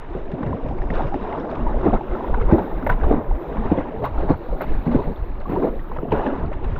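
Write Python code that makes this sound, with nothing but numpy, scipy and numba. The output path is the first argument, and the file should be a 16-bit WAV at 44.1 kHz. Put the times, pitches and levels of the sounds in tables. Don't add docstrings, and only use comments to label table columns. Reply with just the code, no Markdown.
import sys
import numpy as np
from scipy import signal
from scipy.fft import rfft, irfft
from scipy.io import wavfile
from scipy.ndimage import uniform_filter1d
from numba import njit

SR = 44100
rng = np.random.default_rng(int(sys.argv[2]) if len(sys.argv) > 2 else 0)


def voltage_ratio(decibels):
    exponent = np.asarray(decibels, float) / 20
    return 10 ** exponent


def bounce(signal):
    frames = np.transpose(np.atleast_2d(signal))
    limited = np.clip(frames, -1, 1)
    pcm = np.round(limited * 32767).astype(np.int16)
    wavfile.write(sys.argv[1], SR, pcm)


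N = 299439


def unit(x):
    return x / np.sqrt(np.mean(x ** 2))


def curves(table):
    s, *columns = np.transpose(table)
    return [np.interp(np.arange(N) / SR, s, c, -140, -140) for c in columns]


def response(points):
    hz = np.arange(N // 2 + 1) * SR / N + 1e-3
    point_hz, point_db = np.transpose(points)
    return hz, voltage_ratio(np.interp(np.log(hz), np.log(point_hz), point_db, -150, -150))


def walk(rate):
    hold = int(SR / rate)
    steps = np.repeat(rng.standard_normal(N // hold + 1), hold)
    return unit(uniform_filter1d(uniform_filter1d(steps, hold), hold)[:N])


def surge(s, peak, length, rise):
    out = np.zeros(N)
    for start, a, decay in zip(s, peak, np.maximum(length, .003)):
        i = int(start * SR)
        t = np.arange(min(int(6 * decay * SR), N - i)) / SR
        attack = (1 - np.exp(-t / rise)) ** 2
        out[i:i + len(t)] += a * a * attack * np.exp(-2 * (t / decay) ** 2)
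    return out


def swell(s, db, half_s):
    t = np.arange(N) / SR
    return sum(voltage_ratio(2 * a) * np.exp(-((t - centre) / w) ** 2) for centre, a, w in np.broadcast(s, db, half_s))


@njit
def bubbles(s, hz, cycles, size, glide, swell):
    out = np.zeros(N)
    for k in range(len(s)):
        tau = cycles[k] * SR / hz[k] / 3
        phase = 0.
        i0 = int(s[k] * SR)
        for i in range(min(int(5 * tau), N - i0)):
            phase += 2 * np.pi * hz[k] / SR * (1 + glide * i / (3 * tau))
            envelope = np.exp(-i / tau) * (1 - np.exp(-i / (swell * tau)))
            out[i0 + i] += size[k] * np.sin(phase) * envelope
    return out


def foam(count, lo_hz, hi_hz, cycles, scatter_db):
    when, pitch, strength, ringing = rng.random((count, 4)).T
    hz = (np.sqrt(lo_hz) + (np.sqrt(hi_hz) - np.sqrt(lo_hz)) * pitch) ** 2
    size = hz ** .45 * voltage_ratio(scatter_db * strength ** 2)
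    return unit(bubbles(when * N / SR, hz, cycles * (.5 + ringing), size, 0.19, 0.57))


def water():
    # low_hz, high_hz
    zones_hz = [(75, 160), (160, 600), (600, 2000), (2000, 6000)]
    # point_hz, density_db (per
    # Hz)
    wash_colour = [(62, 3), (125, -6.5), (229, -3.5), (361, -2), (736, -11), (954, -13.5), (1260, -21.5),
                   (2000, -31.5), (2350, -36.5), (2850, -40), (3150, -44.5), (3800, -45), (4250, -57.5),
                   (7300, -66.5), (8800, -88.5)]
    # start_s, gurgle_db, fizz_db (against gurgle), length_s
    splashes = [(0.108, -34.5, -18, 0.091), (1.135, -32, -9, 0.024), (1.826, -18.5, -25, 0.03),
                (1.845, -15.5, -27.5, 0.037), (1.927, -13.5, -26.5, 0.034), (2.485, -18.5, -28, 0.076),
                (2.513, -26, -12.5, 0.034), (2.578, -15, -28, 0.025), (2.862, -18, -20, 0.015),
                (2.891, -13.5, -19.5, 0.022), (2.909, -17.5, -21, 0.034), (3.025, -21.5, -28, 0.049),
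                (3.104, -18, -24, 0.042), (3.71, -23, -26, 0.042), (3.771, -24.5, -19.5, 0.06),
                (4.02, -20, -27, 0.035), (4.035, -15, -18, 0.042), (4.284, -16, -22.5, 0.046),
                (4.29, -21, -33, 0.024), (4.607, -17.5, -19.5, 0.03), (4.67, -32, -17, 0.099),
                (4.85, -27, -16, 0.035), (4.909, -24, -19, 0.041), (4.938, -26.5, -17, 0.039),
                (5.491, -29, -14, 0.031), (5.617, -20, -30, 0.058), (5.661, -27, -22, 0.038),
                (6.114, -18.5, -20.5, 0.037), (6.153, -22.5, -22, 0.065), (6.331, -25, -21, 0.038),
                (0.931, -26.5, -14, 0.057), (1.066, -29, -13, 0.026), (5.518, -27, -26, 0.05),
                (6.525, -22, -15.5, 0.018)]
    # start_s, gurgle_db, fizz_db (against gurgle)
    ticks = [(0.3152, -46, 0.5), (0.382, -31, -25), (0.428, -29, -22), (0.462, -35.5, -12), (0.684, -50, 0),
             (0.816, -45, -6), (0.9032, -31, -13), (0.957, -35, -14), (1.068, -33, -17),
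             (1.3982, -38.5, -11), (1.5094, -44, 0), (1.552, -31.5, -13.5), (1.81, -29, -20),
             (2.339, -20.5, -28), (2.5127, -29, -16), (2.409, -25, -21), (2.826, -30, -22),
             (2.866, -21, -31), (2.8922, -17, -25), (2.898, -16.5, -24), (3.013, -28, -25),
             (3.034, -24, -28), (3.083, -32, -22), (3.655, -32, -17), (4.052, -23, -17), (1.936, -27, -26),
             (6.516, -37, -18), (6.762, -30, -22), (3.569, -20, -40), (3.717, -24.5, -23),
             (4.0427, -31, -24), (4.2793, -28, -22), (4.608, -27.5, -25), (5.963, -25, -27),
             (5.4091, -35, -16), (6.119, -25, -16), (6.262, -28, -19), (6.642, -31.5, -14.5)]
    # centre_s, level_db, half_length_s, centre_hz, half_width_hz
    clearings = [(5.1, 5.5, 0.56, 4300, 350), (1.05, -1.5, 0.42, 5200, 730), (4.3, 2.5, 0.17, 4300, 400),
                 (6.25, -0.5, 0.12, 2800, 250)]

    s, low_db, _, length = slaps()
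    bursts = [surge(s, voltage_ratio(db), length, 0.0034) for db in (low_db - 18.0, low_db - 8.5)]
    s, mid_db, high_db, length = np.transpose(splashes)
    bursts += [surge(s, voltage_ratio(db), length, 0.0066) for db in (mid_db - 3.0, mid_db + high_db - 4.0)]
    s, mid_db, high_db = np.transpose(ticks)
    tick_s, tick_rise_s = 0.01 + 0 * s, 0.0015
    bursts[2] += surge(s, voltage_ratio(mid_db + 2.0), tick_s, tick_rise_s)
    bursts[3] += surge(s, voltage_ratio(mid_db + high_db + 3.5), tick_s, tick_rise_s)

    hz, gain = response(wash_colour)
    crowd = foam(count=13000, lo_hz=119.87, hi_hz=6008.0, cycles=12.22, scatter_db=11.0)
    source = rfft(0.93 * rng.standard_normal(N) + 0.51 * crowd) * gain
    power = np.abs(source) ** 2 * 2 / N ** 2
    zone_db = []
    for (lo, hi), flow, burst in zip(zones_hz, wash(), bursts):
        zone_power = power[(hz > lo) & (hz < hi)].sum()
        zone_db.append(10 * np.log10((flow + burst) / zone_power))

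    out = 0
    shared = walk(24.916)
    for centre in 60 * 2 ** (np.arange(16) / 2):
        mask = np.cos(np.pi / 2 * np.clip(2 * np.log2(hz / centre), -1, 1)) ** 2
        place = np.interp(np.log(centre), np.log([110, 300, 1000, 3000]), np.arange(4))
        j = min(int(place), 2)
        db = zone_db[j] + (place - j) * (zone_db[j + 1] - zone_db[j])
        flicker_db = 0.85 * shared + 1.32 * walk(14)
        out = out + irfft(source * mask, N) * voltage_ratio(db + flicker_db)
    for s, db, half, centre_hz, width_hz in clearings:
        edge = irfft(source * np.exp(-((hz - centre_hz) / width_hz) ** 2), N)
        out = out + edge * voltage_ratio(zone_db[3]) * np.sqrt(swell(s, db, half))
    return out


def wash():
    # time_s, level_db, brightness_db
    flow = [(0, -40, 3.5), (0.24, -43.5, 7.5), (0.72, -36, -1), (1.2, -35.5, 1.5), (1.5, -31.5, -1.5),
            (2.0, -34, -1), (2.4, -34, 1), (2.76, -35.5, 0.5), (3.27, -34, -4.5), (3.5, -35.5, 1),
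            (4.0, -38.5, 2), (4.45, -39, 2.5), (4.75, -36.5, 1), (5.33, -40, 1.5), (5.9, -40.5, 3.5),
            (6.25, -40, -6), (6.6, -38, 0.5), (6.79, -38.5, 8)]
    flow_db = (-7.5, 2, 0.5, -18.5)
    bright_share = (0.19, -0.19, .05, 0.9)
    # centre_s, churn_db, gurgle_db (against churn), half_length_s
    swirls = [(0.43, -29, -12.5, 0.16), (0.994, -33, 8, 0.049), (1.32, -31, 2.5, 0.081),
              (1.88, -31, -13, 0.069), (2.208, -34, 2, 0.11), (2.592, -23.5, -16.5, 0.088),
              (3.127, -23, -4.5, 0.053), (3.718, -35.5, 4.5, 0.088), (3.86, -31, -13, 0.1),
              (4.217, -26.5, -3, 0.039), (4.454, -33.5, -17, 0.11), (5, -34, 2.5, 0.063),
              (5.53, -31.5, 3, 0.041), (5.639, -17.5, -17, 0.062), (6.072, -26, -22, 0.019),
              (6.239, -25, -0.5, 0.082), (6.356, -33, 4, 0.078), (6.782, -49, 9, 0.026)]
    # centre_s, level_db
    thuds = [(0.5, -26.5), (0.72, -29), (1.06, -33), (1.63, -32.5), (1.92, -24.5), (2.6, -35),
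             (2.89, -27.5), (3.14, -22.5), (3.57, -33), (3.72, -28.5), (4.03, -28), (4.31, -22),
             (4.97, -29), (5.53, -27), (6.13, -25.5), (6.44, -24.5), (6.73, -27)]

    level, bright = curves(flow)
    thud, churn, gurgle, fizz = (voltage_ratio(2 * (level + db + share * bright))
                                 for db, share in zip(flow_db, bright_share))
    s, db, gurgle_db, half = np.transpose(swirls)
    froth = swell(s, db + gurgle_db, half)
    thud = thud + swell(*np.transpose(thuds), half_s=0.043)
    churn = churn + swell(s, db, half)
    return thud, churn, gurgle + froth, fizz + froth * voltage_ratio(2 * -24)


def slaps():
    # start_s, level_db, pitch_hz, length_s
    gulps = [(1.044, -11, 121, 0.017), (1.829, -13, 372, .03), (1.855, -5.5, 336, .036),
             (1.928, -8.5, 218, 0.032), (2.495, -14.5, 518, .035), (2.523, 2, 223.5, 0.0384),
             (2.581, -13.5, 448, 0.03), (3.108, -4.5, 277, 0.025), (3.136, -5, 300, 0.027),
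             (3.655, -10, 203, 0.0083), (3.716, 0, 290, 0.015), (3.775, -11, 324, 0.037),
             (4.289, -16, 368, 0.02), (4.302, -0.5, 200, 0.02), (4.865, -7.5, 227, 0.031),
             (4.919, -19.5, 248, .033), (4.946, 1, 231, 0.02), (4.99, -10, 350, 0.02),
             (5.519, -14, 350, .03), (5.631, -19, 288, 0.033), (5.644, -11.5, 520, 0.036),
             (6.031, -13, 404, 0.029), (6.124, -8, 439, 0.0256)]
    # start_s, level_db, pitch_hz
    laps = [(1.292, -21, 440), (0.149, -15, 378), (0.334, -17, 148), (0.536, -18.5, 428), (0.904, -15, 200),
            (1.141, -15, 290), (2.422, -17, 447), (2.859, -32, 570), (2.889, -31, 544), (3.026, -29, 123),
            (3.208, -19, 560), (4.015, -17, 486), (4.039, -24, 625), (4.526, -15.5, 490),
            (4.605, -19.5, 577), (5.071, -13.5, 169), (5.099, -16, 217), (5.496, -16, 245),
            (5.981, -19, 163), (6.258, -12.5, 500)]
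    s, db, hz = np.transpose(laps)
    lap_s = 0.03 + 0 * s
    return np.hstack([np.transpose(gulps), np.array([s, db, hz, lap_s])])


def pockets():
    # start_s, level_db, pitch_hz, ringing_cycles
    plops = [(0.5295, -14.5, 960, 9.6), (0.709, -16.5, 755, 12), (1.006, -7.5, 826, 5.2),
             (1.122, -14, 772, 14), (1.142, -7, 776, 5.9), (1.666, -13, 924, 23), (1.743, -11, 580, 5),
             (0.982, -12.5, 510, 12), (1.526, -14, 616, 10), (1.83, -16, 713, 6), (1.934, -14, 630, 5.4),
             (2.865, -9, 562, 8.6), (3.11, -13.5, 616, 8.1), (3.714, -17, 624, 5), (3.886, -20, 810, 7.6),
             (4.61, -12, 602, 8.2), (4.916, -20, 770, 8), (6.027, -17, 480, 5), (6.516, -14, 560, 6),
             (2.009, -13.5, 820, 9.5), (2.207, -15.5, 920, 8.3), (2.243, -16, 933, 12),
             (2.283, -18, 880, 5), (2.339, -13, 930, 24), (2.381, -15.5, 805, 11), (2.713, -22, 834, 16),
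             (2.9, -13.5, 963, 43), (3.034, -13, 820, 4), (3.312, -13.5, 830, 7.7), (3.571, -27, 543, 8.1),
             (5.4555, -19.5, 1076, 18), (5.561, -10, 920, 16), (5.624, -15, 1000, 10),
             (5.917, -14, 940, 4.8), (6.052, -14.5, 663, 7), (6.12, -8.5, 937, 12), (6.3397, -22, 913, 32),
             (1.866, -7.5, 370, 6.9), (1.94, -10, 377, 7), (1.95, -13, 704, 6), (2.296, -12.5, 500, 7),
             (2.428, -17, 448, 11.6), (4.303, -5.5, 299, 5.7), (4.31, -11, 478, 7.4), (4.915, -13, 244, 8),
             (5.16, -37, 3400, 17), (5.67, -14, 331, 9), (6.142, -7.5, 383, 8), (6.19, -16, 800, 10),
             (0.104, -22.5, 335, 16), (0.41, -17, 189, 9), (0.455, -15.5, 121, 9.8), (1.874, -8, 193, 6),
             (2.375, -17.5, 225, 6.4), (3.475, -18, 45, 3.7), (3.576, -14, 209.5, 14), (3.93, -20, 432, 35),
             (4.868, -10.5, 225, 23), (5.568, -8, 354, 14), (5.635, -14, 279, 19)]
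    # start_s, level_db, pitch_hz
    plinks = [(0.818, -32, 1750), (0.9033, -26.5, 1870), (1.1418, -33.5, 1810), (2.151, -23.5, 1300),
              (2.3443, -22, 1430), (2.872, -27, 2000), (2.8992, -12.5, 1470), (2.925, -29.5, 1950),
              (0.3805, -42, 1460), (2.908, -24, 1500), (1.068, -36, 1440), (1.8108, -30.5, 1320),
              (2.513, -28, 1480), (2.826, -31, 1410), (2.865, -23, 1380), (3.0001, -33, 1360),
              (3.0125, -28.5, 1590), (3.034, -27, 1450), (4.6083, -29, 1340), (5.6255, -32, 1420),
              (6.762, -29, 1370), (3.7733, -45, 3290), (5.793, -36.5, 1820), (5.9866, -25.5, 1230),
              (6.119, -44, 3240), (6.2653, -25, 1710)]

    s, db, hz, length = np.repeat(slaps(), repeats=4, axis=1)
    count = len(s) // 4
    delay, detune = rng.random((len(s), 2)).T
    when = s + length * np.tile([0.01, .12, .35, .7], count) * (.7 + .6 * delay)
    size = voltage_ratio(db + np.tile([3.0, -12.5, -1.5, -14.0], count))
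    hz = hz * np.tile([1.015, 1.6, .9, 1.3], count) * (0.899 + 0.14 * detune)
    rings = bubbles(when, hz, .5 * length * hz + 0.69, size, 0.12, 0.38)
    s, db, hz, cycles = np.array(plops).T
    rings = rings + bubbles(s, hz, cycles, voltage_ratio(db + 1.5), 0.092, 0.43)
    s, db, hz = np.transpose(plinks)
    plink_s = 0.008
    rings = rings + bubbles(s, hz, plink_s * hz, voltage_ratio(db + 6.5), 0.051, 0.2)
    return signal.sosfilt(signal.butter(4, 4200, fs=SR, output="sos"), rings)


def droplets():
    # start_s, level_db, pitch_hz
    drips = [(0.1331, -41, 2270), (0.2992, -43.5, 2090), (0.4604, -40, 2680), (0.7876, -34, 2200),
             (0.818, -41, 2020), (0.9028, -23, 2030), (1.069, -36, 2210), (1.1418, -32, 2200),
             (1.1927, -39, 2500), (1.3259, -28, 2090), (1.6312, -42, 2200), (1.8537, -35, 2000),
             (2.1121, -35, 2000), (2.2428, -40, 2250), (2.3451, -33, 2110), (2.3999, -34, 2210),
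             (2.4244, -30, 2080), (2.4887, -40.5, 2090), (2.5132, -41, 2590), (2.7656, -37, 2070),
             (2.8654, -23, 2110), (2.8973, -22, 2160), (2.9248, -37, 2000), (3.033, -41, 2010),
             (3.7733, -38, 2290), (3.7853, -30.5, 2030), (4.0432, -27, 2020), (4.2951, -38, 2010),
             (4.6084, -32, 2020), (4.6668, -33, 2040), (4.8599, -43, 2060), (4.8753, -33.5, 2160),
             (5.1597, -49, 2060), (5.5114, -41, 2050), (5.9638, -42, 2120), (6.109, -39, 3050),
             (6.1205, -31, 2790), (6.2637, -32, 2600), (6.5326, -44, 2100), (6.6413, -41, 2210)]
    # start_s, level_db, pitch_hz
    pings = [(0.1042, -59, 4200), (0.194, -64, 4250), (0.3132, -59, 4350), (0.3416, -53, 4230),
             (0.417, -57, 4200), (0.7677, -58, 4240), (0.7816, -52, 4480), (0.823, -56, 4820),
             (0.9028, -57, 4450), (0.9373, -53, 4300), (0.9547, -46, 4390), (0.9767, -56, 4330),
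             (1.1418, -56, 4730), (1.3833, -59, 4460), (1.3977, -49, 5290), (1.502, -43, 4270),
             (1.5549, -58, 4400), (1.92, -58, 4200), (2.5122, -56, 4330), (2.8674, -56, 4580),
             (2.8998, -57, 4220), (3.0629, -58, 4230), (3.7174, -58, 4310), (4.0243, -62, 4370),
             (4.0397, -54, 4380), (4.0517, -43, 4180), (4.2961, -50, 4620), (4.372, -58, 4220),
             (4.6109, -57, 4590), (4.6229, -52, 4270), (4.9741, -60, 4270), (5.2026, -64, 4250),
             (5.4016, -47, 4200), (5.4944, -56, 4300), (5.6226, -60, 4240), (5.9638, -62, 4480),
             (6.1125, -56, 4590), (6.1225, -56, 4320), (6.2612, -56, 4210), (6.3634, -60, 4470),
             (6.4014, -53, 4260), (6.4612, -47, 4210), (6.6413, -52, 4300), (6.7087, -60, 4310),
             (6.7311, -58, 4490)]
    out = 0
    for table, length_s in ((drips, 0.0046), (pings, 0.0036)):
        s, db, hz = np.transpose(table)
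        cycles = length_s * hz
        out = out + bubbles(s, hz, cycles, voltage_ratio(db + 5.0), 0.033, 0.49)
        out = out + bubbles(s + .0015, hz, cycles, voltage_ratio(db - 2.5), 0.1, 0.53)
    return signal.sosfilt(signal.butter(4, 6500, fs=SR, output="sos"), out)


def spray():
    # time_s, level_db
    mist_levels = [(1.72, -108), (1.85, -86.5), (2.27, -71.5), (2.46, -83), (2.52, -67.5), (2.95, -69.5),
                   (3.02, -77), (3.1, -69.5), (3.32, -77), (3.39, -68.5), (3.73, -85), (4.28, -72.5),
                   (4.66, -70), (5.3, -74), (5.37, -84), (5.5, -68), (6.22, -74), (6.42, -95)]
    # start_s, level_db
    spatters = [(2.842, -45), (2.8655, -30.5), (2.8945, -33), (2.915, -44), (3.064, -46), (4.0207, -51),
                (4.0405, -40), (4.051, -33.5), (4.371, -51), (4.5924, -52), (4.613, -28.5), (4.64, -43.5),
                (4.682, -51), (5.4947, -45.5), (5.6493, -55), (5.832, -52), (6.0173, -55), (6.111, -54),
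                (6.1224, -44)]
    # point_hz, density_db (per Hz)
    spray_colour = [(10500, -59), (11000, -29.5), (11500, -7.5), (12100, 4.5), (12600, 0), (13600, -12.5),
                    (15780, -16)]

    drops = (rng.random(N) < .03) * rng.standard_normal(N) * voltage_ratio(3 * rng.exponential(size=N))
    hz, gain = response(spray_colour)
    crackle = rfft(rng.standard_normal(N) + .6 * unit(drops)) * gain
    level_db = curves(mist_levels)[0]
    mist = unit(irfft(crackle, N)) * voltage_ratio(level_db + 1.8 * walk(40))
    veil = unit(irfft(crackle * (hz > 13000), N)) * voltage_ratio(level_db - 13.0 + 6.5 * walk(12))
    tilt = voltage_ratio(10.5 * (hz - 12000) / 3500)
    bright = unit(irfft(crackle * tilt, N))
    s, db = np.transpose(spatters)
    bursts = surge(s, voltage_ratio(db - 14), length=0.0095 + 0 * s, rise=.0028)
    return mist + veil + bright * np.sqrt(bursts)


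def wind():
    # point_hz, density_db (per Hz)
    gust_colour = [(4.7, -32.5), (8.0, 7), (31, 4.5), (46, -0.5), (86, -14), (140, -18.5), (180, -47.5),
                   (310, -120)]
    # centre_s, level_db, half_length_s
    puffs = [(0.12, -27.5, 0.18), (0.664, -22, 0.025), (0.935, -18.5, 0.15), (1.64, -17, 0.048),
             (1.778, -14, 0.042), (1.942, -16, 0.023), (2.123, -17, 0.021), (2.33, -16, 0.04),
             (2.457, -13, 0.043), (2.55, -21.5, 0.045), (2.759, -18.5, 0.022), (2.927, -13, 0.038),
             (3.056, -9, 0.023), (3.134, -16.5, 0.025), (3.318, -14.5, 0.034), (3.618, -20, 0.039),
             (3.812, -24, 0.045), (4.174, -18, 0.084), (4.313, -18, 0.022), (4.523, -19.5, 0.024),
             (4.76, -16, 0.061), (4.926, -18.5, .03), (5.094, -19.5, 0.045), (5.211, -15, 0.018),
             (5.416, -25, 0.19), (5.752, -22, 0.055), (5.959, -20.5, 0.042), (6.163, -16.5, .03),
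             (6.535, -17.5, 0.14), (6.75, -15.5, 0.027)]
    lumps = unit(irfft(rfft(rng.standard_normal(N)) * response(gust_colour)[1], N))
    lull_db = -34
    power = voltage_ratio(2 * lull_db) + swell(*np.transpose(puffs))
    return lumps * np.sqrt(power) * voltage_ratio(1.2 * walk(13))


def scene():
    return (water() + pockets() + droplets() + spray() + wind())[None, :]


def low_pass(x):
    return signal.sosfilt(signal.butter(12, 15780, fs=SR, output="sos"), x)


def record(dry):
    mix = np.tanh(0.75 * dry) / 0.86 + .0019
    return low_pass(mix)


dry = scene()
out = record(dry)
bounce(out)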